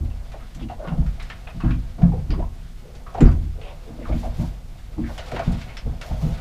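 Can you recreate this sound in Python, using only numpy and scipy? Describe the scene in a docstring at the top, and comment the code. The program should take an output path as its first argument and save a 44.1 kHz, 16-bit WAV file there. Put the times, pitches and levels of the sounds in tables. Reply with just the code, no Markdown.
"""A stiff cable is worked into a cramped locker by someone kneeling in a small wooden boat cabin.
It knocks hollowly, ticks on fittings, scrapes and drags, all coloured by the locker's standing waves.
Soft blows ring the modes of hull, floorboards and locker panels; shifting weight keeps them rumbling.
Clothes rustle and brush on wood over a faint microphone hiss."""
import sys
import numpy as np
from scipy import signal
from scipy.fft import rfft, irfft, next_fast_len
from scipy.io import wavfile
from scipy.ndimage import uniform_filter1d, map_coordinates

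SR = 44100
rng = np.random.default_rng(int(sys.argv[2]) if len(sys.argv) > 2 else 0)


def waveform_to_disk(signal):
    """Save audio, clipped to [-1, 1], as 16-bit WAV at the path in sys.argv[1]."""
    frames = np.transpose(np.atleast_2d(signal))
    scaled = np.clip(frames, -1, 1) * 32767
    samples = np.round(scaled).astype(np.int16)
    wavfile.write(sys.argv[1], SR, samples)


N = 282483

# Event and spectrum levels are relative.
# soft blows: t/s, floorboard/dB, hull/dB, panel/dB
BLOWS = [(0.003, -29, -17.5, -28.5), (0.552, -35.5, -36, -38), (0.615, -34.5, -28, -25),
         (0.871, -25.5, -49, -28), (0.915, -19, -24, -29), (0.978, -18, -10.5, -25),
         (1.551, -28.5, -35, -35.5), (1.637, -15.5, -14.5, -16.5), (1.691, -19, -23.5, -20),
         (1.983, -31, -31, -33.5), (2.03, -5, -11, -16.5), (2.133, -22, -19.5, -34.5),
         (2.297, -21.5, -11.5, -25.5), (2.377, -27.5, -19.5, -26), (3.213, -7, -9.5, -6),
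         (3.238, -9.5, -3.5, -15.5), (3.426, -32, -24, -32.5), (3.903, -39.5, -42, -33.5),
         (3.992, -38, -29, -30), (4.091, -23, -14, -23), (4.134, -29, -28, -23.5),
         (4.249, -32, -22.5, -29.5), (4.387, -18, -18.5, -21), (4.984, -25.5, -22.5, -18),
         (5.328, -28.5, -25, -32), (5.475, -13, -16.5, -19.5), (5.857, -25, -19.5, -28),
         (6.109, -25.5, -19.5, -31.5), (6.229, -14.5, -15, -22)]
# loss of the settling bump: floorboard/dB, hull/dB, panel/dB
SETTLE_LOSS_DB = [4.5, 5, 10]
# wood modes: f/Hz, level/dB, t60/s
HULL_MODES = [(28.1, -10, 0.35), (41.6, 0.5, 0.095), (48.45, -4, 0.63), (63.7, -5.5, 0.36),
              (79.2, -8.5, 0.61)]
BOARD_MODES = [(111, -39, 0.26), (116.8, -9, 0.35), (141.7, -7, 0.33), (157.5, -3, 0.16),
               (172.75, -5, 0.25)]
PANEL_MODES = [(210.1, 5.5, 0.14), (230.2, 3.5, 0.32), (248.4, 2, 0.26), (284.2, -7, 0.25),
               (301.7, 3, 0.083), (326.8, -1.5, 0.17), (340, -2, 0.085), (428, -23, 0.11), (486, -34, 0.26)]
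# arm motion, quiet reaching in, busy drawing out: t/s, cable rub/dB, cloth/dB
ARM_MOTION = [(0.0, -52.5, -58), (0.71, -51, -57.5), (0.84, -44, -57.5), (1.41, -53.5, -54),
              (2.0, -58, -58.5), (2.25, -55, -57.5), (2.51, -55, -59.5), (2.8, -58.5, -59),
              (3.14, -52, -58.5), (3.51, -58, -58.5), (3.94, -49, -55), (4.25, -46, -53), (4.64, -55, -58),
              (4.99, -55, -56.5), (5.28, -42.5, -46), (5.64, -45.5, -49.5), (5.87, -49.5, -56.5),
              (6.41, -43, -47.5)]
# ticks on fittings: t/s, level/dB, body f/Hz, sparkle/dB, ring f/Hz
FITTING_TICKS = [(0.103, -51, 2700, -42, 2660), (0.318, -39, 1500, -16, 2400),
                 (0.548, -40.5, 5800, -17, 5900), (0.595, -42, 1500, -33, 3500),
                 (0.687, -42, 2720, -38, 2680), (0.873, -32.5, 1700, -30, 2770),
                 (1.063, -38.5, 1500, -14, 2310), (1.198, -32.5, 1920, -27, 3920),
                 (1.225, -38.5, 2000, -8, 1910), (1.300, -28.5, 2300, -27, 1790),
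                 (1.472, -34, 1880, -40, 2410), (1.603, -36, 1800, -25, 2540),
                 (1.708, -32.5, 2260, -31, 2380), (2.019, -36.5, 1740, -22, 1660),
                 (2.305, -31.5, 4200, -39, 4770), (2.951, -44, 4000, -16, 4500),
                 (3.141, -42, 1460, -10, 2890), (3.206, -24, 1500, -19, 7050),
                 (3.256, -31, 1380, -26, 4800), (3.314, -39, 1390, -11, 4460),
                 (3.614, -37, 2480, -25, 2550), (4.122, -38, 2200, -42, 2190),
                 (5.179, -28.5, 3700, -21, 2880), (5.316, -29.5, 1430, -15, 2260),
                 (5.362, -26.5, 1900, -23, 1860), (5.392, -26, 1440, -18, 2280),
                 (5.519, -43.5, 3860, 14, 9000), (5.613, -35.5, 2900, -19, 2200),
                 (5.769, -28.5, 3900, -27, 5130), (6.013, -29.5, 2080, -14, 2640)]
# cable knocks: t/s, level/dB, f/Hz, Q
CABLE_KNOCKS = [(0.337, -33.5, 680, 5.1), (0.699, -27.5, 757, 5.3), (0.714, -30.5, 710, 11),
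                (0.795, -29.5, 617, 12), (0.842, -31, 570, 3.5), (0.911, -33, 766, 8.4),
                (1.472, -38.5, 700, 9.8), (1.604, -33.5, 1180, 4.5), (1.644, -34.5, 1040, 2.1),
                (1.986, -34.5, 614, 3.7), (2.013, -28.5, 725, 20), (2.121, -32.5, 794, 14),
                (2.137, -28.5, 483, 11.5), (2.31, -31.5, 476, 1.5), (2.339, -35.5, 1120, 6.9),
                (2.394, -28, 665, 9.6), (2.419, -32.5, 980, 18), (3.067, -35.5, 1180, 4.8),
                (3.148, -22.5, 734, 6.5), (3.179, -24, 683, 4.9), (3.215, -14.5, 375, 4.4),
                (4.053, -34.5, 1260, 9.2), (4.084, -28.5, 627, 7.1), (4.113, -31, 620, 9.9),
                (4.233, -28, 700, 6.4), (4.261, -32, 660, 5.8), (5.185, -32, 680, 6), (5.32, -26, 730, 6.3),
                (5.364, -29, 900, 20), (5.394, -19.5, 665, 11), (5.863, -32, 440, 5),
                (6.108, -32.5, 750, 5)]
# cable scrapes: t/s, length/s, level/dB, f/Hz
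CABLE_SCRAPES = [(0.376, 0.06, -48, 1390), (0.6, 0.036, -46.5, 2780), (0.804, 0.049, -36, 600),
                 (0.831, 0.1, -38, 1060), (0.88, 0.1, -43, 517), (1.63, 0.11, -41, 1290),
                 (2.131, 0.072, -46, 477), (2.343, 0.053, -33, 383), (2.799, 0.19, -45, 457),
                 (3.216, 0.095, -38, 1290), (3.546, 0.12, -41.5, 452), (3.629, 0.084, -46, 2600),
                 (3.621, 0.11, -39.5, 670), (3.852, 0.06, -39, 394), (3.974, 0.052, -38, 480),
                 (4.012, 0.05, -49, 1870), (4.383, 0.065, -37.5, 680), (5.03, 0.075, -43, 1700),
                 (5.084, 0.043, -37, 680), (5.18, 0.055, -43.5, 1750), (5.317, 0.053, -29.5, 394),
                 (5.33, 0.035, -41, 1860), (5.371, .06, -38, 930), (5.668, 0.059, -43.5, 2200),
                 (6.04, 0.18, -37, 646), (6.224, 0.062, -37, 453)]
# shirt and sleeve brushes: t/s, length/s, level/dB
SLEEVE_PASSES = [(4.114, 0.21, -50.5), (4.319, 0.21, -50), (5.052, 0.15, -51.5), (6.004, 0.16, -50),
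                 (6.124, 0.24, -50.5)]
# source spectra: f/Hz, level/dB
BOOM_SPECTRUM = [(30, -29.5), (70, -20.5), (100, -3.5), (120, -0.5), (170, -0.5), (240, -7.5), (275, -2.5),
                 (325, -2.5), (375, -20), (600, -23.5), (1200, -31.5), (3000, -87.5)]
HULL_SPECTRUM = [(8, -8.5), (20, -6), (30, 4), (39, -3.5), (48, 0), (58, -11), (85, -11.5), (130, -27),
                 (300, -72)]
WOODWORK_SPECTRUM = [(60, -6), (118, 7), (140, 4), (168, 5), (195, -4.5), (240, 1), (275, -9), (320, -12),
                     (380, -9.5), (700, -49), (2500, -85)]
RUB_SPECTRUM = [(200, -13), (400, -4), (520, 0.5), (680, 1), (900, -2), (1300, -13.5), (2200, -40.5),
                (5000, -62)]
CLOTH_SPECTRUM = [(500, -21.5), (1200, 1.5), (2500, -0.5), (4500, -4), (6500, -11.5), (10000, -18.5)]
HISS_SPECTRUM = [(300, 2.1), (3000, 4.4), (6000, 6.6), (10000, 2.5)]
KNOCK_SPECTRUM = [(100, -30), (300, 7), (480, 2), (670, 0.5), (900, 0), (1400, -7.5), (3000, -7),
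                  (7000, -11), (15000, -23)]
SLEEVE_SPECTRUM = [(800, -17), (2000, 8.5), (4000, 7.5), (6500, 5.5), (9000, -2.5), (11000, -0.5)]
# cabin reverberation: f/Hz, base t60/s
CABIN_DECAY = [(50, 1), (250, 0.35), (700, 0.28), (2000, 0.31), (6000, 0.21), (14000, 0.041)]
# locker standing waves: f/Hz, width/Hz, lift/dB
LOCKER_MODES = [(488, 58, 1), (583, 13, 3.5), (670, 17, 3), (779, 6.7, 0.5), (862, 6.7, -13.5),
                (1100, 15, 3.5), (1290, 11, 6.5), (1446, 79, 4), (1860, 5, 3.5), (2200, 59, 2),
                (2620, 46, 2)]
# microphone response: f/Hz, gain/dB
MIC_RESPONSE = [(10000, 0), (13000, -2), (15400, -4.5)]

SCENE_S = np.arange(N) / SR
EVENT_S = np.arange(SR * 3 // 4) / SR


def amp(db):
    """dB to gain."""
    return 10 ** (np.asarray(db) / 20)


def unit_rms(x):
    """Scale to rms 1."""
    return x / np.sqrt(np.mean(x ** 2) + 1e-20)


def unit_hit(x, window_samples=882):
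    """Scale the loudest window to rms 1."""
    return x / np.sqrt(uniform_filter1d(x ** 2, window_samples).max() + 1e-20)


def along(points, hz):
    """Interpolate (f/Hz, value) points on a log axis."""
    knots_hz, values = np.transpose(points)
    return np.interp(np.log(hz + 1), np.log(knots_hz), values)


def wobble(rate_hz):
    """Smooth random curve, rate_hz knots a second."""
    knots = rng.standard_normal(int(N * rate_hz / SR) + 4)
    return map_coordinates(knots, [SCENE_S * rate_hz])


def coloured(x, gain_db):
    """Minimum-phase filter with response gain_db(hz)."""
    size = 2 * next_fast_len(len(x) // 2 + 4096)
    gain = amp(gain_db(np.fft.rfftfreq(size, 1 / SR)))
    cepstrum = irfft(np.log(np.maximum(gain, 1e-6)), size)
    cepstrum[1:size // 2] *= 2
    cepstrum[size // 2 + 1:] = 0
    return irfft(rfft(x, size) * np.exp(rfft(cepstrum)), size)[:len(x)]


def shaped(x, spectrum):
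    """Filter by a spectrum table; rms 1."""
    return unit_rms(coloured(x, lambda hz: along(spectrum, hz)))


def noise(spectrum):
    """Steady shaped noise; rms 1."""
    return shaped(rng.standard_normal(N), spectrum)


def resonance_db(hz, centre_hz, q):
    """One resonance, 0 dB at its peak."""
    return -10 * np.log10(1 + q ** 2 * ((hz + 1) / centre_hz - centre_hz / (hz + 1)) ** 2)


def add(track, at_s, x):
    """Mix x into track at at_s."""
    start = max(round(at_s * SR), 0)
    track[start:start + len(x)] += x[:max(N - start, 0)]


def cabin_tail(decay_scale):
    """Dense cabin reflections, treble dying first; energy 1."""
    hz, t, bins = signal.stft(rng.standard_normal(len(EVENT_S)), SR, nperseg=256)
    t60_s = decay_scale * along(CABIN_DECAY, hz)[:, None]
    tail = signal.istft(bins * amp(-60 * t / t60_s), SR, nperseg=256)[1][:len(EVENT_S)]
    return tail / np.linalg.norm(tail)


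def contact(t60_s, room_db, decay_scale):
    """Short crack plus cabin reflections."""
    crack = rng.standard_normal(len(EVENT_S)) * amp(-60 * EVENT_S / t60_s)
    return crack / np.linalg.norm(crack) + amp(room_db) * cabin_tail(decay_scale)


def ring(modes, attack_s, scatter_db):
    """Modes swell and decay; strengths vary with the spot struck."""
    hz, db, t60_s = np.transpose(modes)[:, :, None]
    envelopes = amp(db + scatter_db * rng.standard_normal(hz.shape) - 60 * EVENT_S / t60_s)
    waves = envelopes * np.sin(2 * np.pi * (hz * EVENT_S + rng.random(hz.shape)))
    onset = 1 - np.exp(-(EVENT_S / attack_s) ** 2)
    return unit_hit(waves.sum(0) * onset)


def settling(blows, delay_s=0.046, ceiling_db=-21):
    """Each blow, then a softer bump as the weight settles."""
    for at_s, *levels_db in blows:
        yield at_s, *levels_db
        yield at_s + delay_s, *np.minimum(np.array(levels_db) - SETTLE_LOSS_DB, ceiling_db)


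def thumps(lead_s=0.00529):
    """Soft blows ring hull, floorboards and panels, and boom briefly in the cabin."""
    out = np.zeros(N)
    for at_s, board_db, hull_db, panel_db in settling(BLOWS):
        weight_db = 0.89 * (hull_db - board_db) + 3  # heavier: more low board modes
        hardness_db = 0.5 * (panel_db - board_db) + 2.5  # harder: more high panel modes
        board_tilt = [(120, weight_db), (160, 0.011)]
        panel_tilt = [(240, -1.5), (310, hardness_db), (400, -7)]
        boom_tilt = [(170, board_db), (220, panel_db), (320, panel_db + hardness_db)]
        boards = [(hz, db + along(board_tilt, hz), t60_s) for hz, db, t60_s in BOARD_MODES]
        panels = [(hz, db + along(panel_tilt, hz), t60_s) for hz, db, t60_s in PANEL_MODES]
        wood = amp(hull_db - 4) * ring(HULL_MODES, attack_s=0.0092, scatter_db=1.3)
        wood += amp(board_db - 4.5) * ring(boards, attack_s=0.011, scatter_db=3.5)
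        wood += amp(panel_db - 7.5) * ring(panels, attack_s=0.017, scatter_db=2.1)
        tail = cabin_tail(decay_scale=0.89)
        boom = coloured(tail, lambda hz: along(BOOM_SPECTRUM, hz) + along(boom_tilt, hz))
        add(out, at_s - lead_s, wood + amp(36) * boom)
    return out


def effort(pushes, rise_s, fall_s):
    """Gain rising to each (t/s, level/dB) push, then easing; overlaps add in power."""
    power = np.zeros(N)
    for at_s, db in pushes:
        age_s = SCENE_S - at_s
        power += (amp(db) * np.exp(np.minimum(age_s / rise_s, -age_s / fall_s))) ** 2
    return np.sqrt(power)


def rocking(hull_rest_db=-36.5, wood_rest_db=-47, roll_db=-10.5, flex_db=-21.5):
    """Shifting weight rolls the hull and flexes the woodwork: rumble, strongest around blows."""
    hull_pushes = [(at_s, hull_db) for at_s, _, hull_db, _ in BLOWS]
    wood_pushes = [(at_s, max(board_db, panel_db)) for at_s, board_db, _, panel_db in BLOWS]
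    roll = amp(roll_db) * effort(hull_pushes, rise_s=0.022, fall_s=0.14)
    flex = amp(flex_db) * effort(wood_pushes, rise_s=0.03, fall_s=0.1)
    hull = np.hypot(amp(hull_rest_db), roll) * noise(HULL_SPECTRUM)
    wood = np.hypot(amp(wood_rest_db), flex) * noise(WOODWORK_SPECTRUM)
    return hull + wood


def friction(spectrum, slips_per_s, spread_db, smooth_db):
    """Tiny uneven slips echo in the cabin over a smooth slide."""
    slipping = rng.random(N) < slips_per_s / SR
    slips = slipping * amp(spread_db * np.minimum(rng.exponential(size=N), 3))
    grains = signal.fftconvolve(slips, contact(t60_s=0.0036, room_db=20, decay_scale=0.8))[:N]
    return unit_rms(shaped(grains, spectrum) + amp(smooth_db) * noise(spectrum))


def dragging(shove_db=-30.5, rub_trim_db=-1.5, waver_db=2.13):
    """Cable rub and cloth rustle follow the arm; each floorboard blow adds rub."""
    times_s, *columns_db = np.transpose(ARM_MOTION)
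    rub_db, cloth_db = (np.interp(SCENE_S, times_s, db) for db in columns_db)
    board_pushes = [(at_s, board_db) for at_s, board_db, _, _ in BLOWS]
    shoves = amp(shove_db) * effort(board_pushes, rise_s=0.018, fall_s=0.074)
    pull = np.hypot(amp(rub_db + rub_trim_db), shoves) * amp(waver_db * wobble(rate_hz=13))
    rub = pull * friction(RUB_SPECTRUM, slips_per_s=130, spread_db=1.5, smooth_db=-2)
    cloth = amp(cloth_db) * friction(CLOTH_SPECTRUM, slips_per_s=82, spread_db=2, smooth_db=-1)
    return rub + cloth


def locker(x):
    """Standing waves colour sounds made inside the locker."""
    def lift_db(hz):
        return sum(db * amp(2 * resonance_db(hz, centre_hz, q=centre_hz / width_hz))
                   for centre_hz, width_hz, db in LOCKER_MODES)
    return coloured(x, lift_db)


def hiss(level_db=-60.5):
    """Faint, steady microphone noise."""
    return amp(level_db) * noise(HISS_SPECTRUM)


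def ticks(window_samples=176):
    """Hard contacts: a broad snap plus the fitting's short ring."""
    out = np.zeros(N)
    for at_s, db, body_hz, sparkle_db, ring_hz in FITTING_TICKS:
        ring_db = -20.5 - 0.49 * sparkle_db  # clean taps ring, gritty ones sparkle
        edge = [(200, -12), (700, 8.5), (3100, 1), (8000, sparkle_db + 12.5), (11000, sparkle_db + 5.5)]
        hit = contact(t60_s=0.04, room_db=9.5, decay_scale=0.69)
        snap = coloured(hit, lambda hz: along(edge, hz) + resonance_db(hz, body_hz, q=0.72))
        tink = coloured(hit, lambda hz: 2 * resonance_db(hz, ring_hz, q=11))
        tick = unit_hit(snap, window_samples) + amp(ring_db) * unit_hit(tink, window_samples)
        add(out, at_s, amp(db - 6.5) * tick)
    return out


def knocks(attack_s=0.0046, lead_s=0.004):
    """The rubbery cable bumps the locker; each spot has its own hollow pitch."""
    out = np.zeros(N)
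    sheath_give = 1 - np.exp(-EVENT_S / attack_s)
    for at_s, db, pitch_hz, q in CABLE_KNOCKS:
        hit = contact(t60_s=0.034, room_db=7.5, decay_scale=0.6) * sheath_give
        hollow = coloured(hit, lambda hz: along(KNOCK_SPECTRUM, hz) + resonance_db(hz, pitch_hz, q))
        add(out, at_s - lead_s, amp(db - 6) * unit_hit(hollow))
    return out


def scrapes(slips_per_s=700):
    """Cable strokes: swells of uneven slips ring at the rubbed spot's pitch."""
    out = np.zeros(N)
    size = len(EVENT_S)
    for at_s, length_s, db, pitch_hz in CABLE_SCRAPES:
        pressure = np.sqrt(np.abs(np.sin(np.pi * np.minimum(EVENT_S / length_s, 1))))
        slips = (rng.random(size) < slips_per_s / SR) * rng.standard_normal(size) * pressure
        grains = signal.fftconvolve(slips, contact(t60_s=0.01, room_db=3, decay_scale=0.47))[:size]
        stroke = coloured(grains, lambda hz: 2 * resonance_db(hz, pitch_hz, q=1.8))
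        add(out, at_s, amp(db - 3) * unit_hit(stroke))
    return out


def swishes():
    """Fabric brushes wood: each pass swells and fades, grainy as the weave catches."""
    passes = sum(amp(db) * np.sin(np.pi * np.clip((SCENE_S - at_s) / length_s, 0, 1))
                 for at_s, length_s, db in SLEEVE_PASSES)
    weave_db = 1.8 * wobble(rate_hz=45) + 1.2 * wobble(rate_hz=700)
    return passes * shaped(amp(weave_db) * rng.standard_normal(N), SLEEVE_SPECTRUM)


def scene():
    """Mono mix of the cabin."""
    in_locker = locker(knocks() + ticks() + scrapes() + dragging())
    return (thumps() + in_locker + swishes() + rocking() + hiss())[None]


def record(dry):
    """Soft clip at full scale, top-octave droop, band limit."""
    knee_order, top_hz = 8, 15400
    clipped = dry / (1 + np.abs(dry) ** knee_order) ** (1 / knee_order)
    size = next_fast_len(N + SR // 2)
    hz = np.fft.rfftfreq(size, 1 / SR)
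    response = amp(along(MIC_RESPONSE, hz)) * (hz < top_hz)
    return irfft(rfft(clipped, size) * response, size)[:, :N]


dry = scene()
out = record(dry)
waveform_to_disk(out)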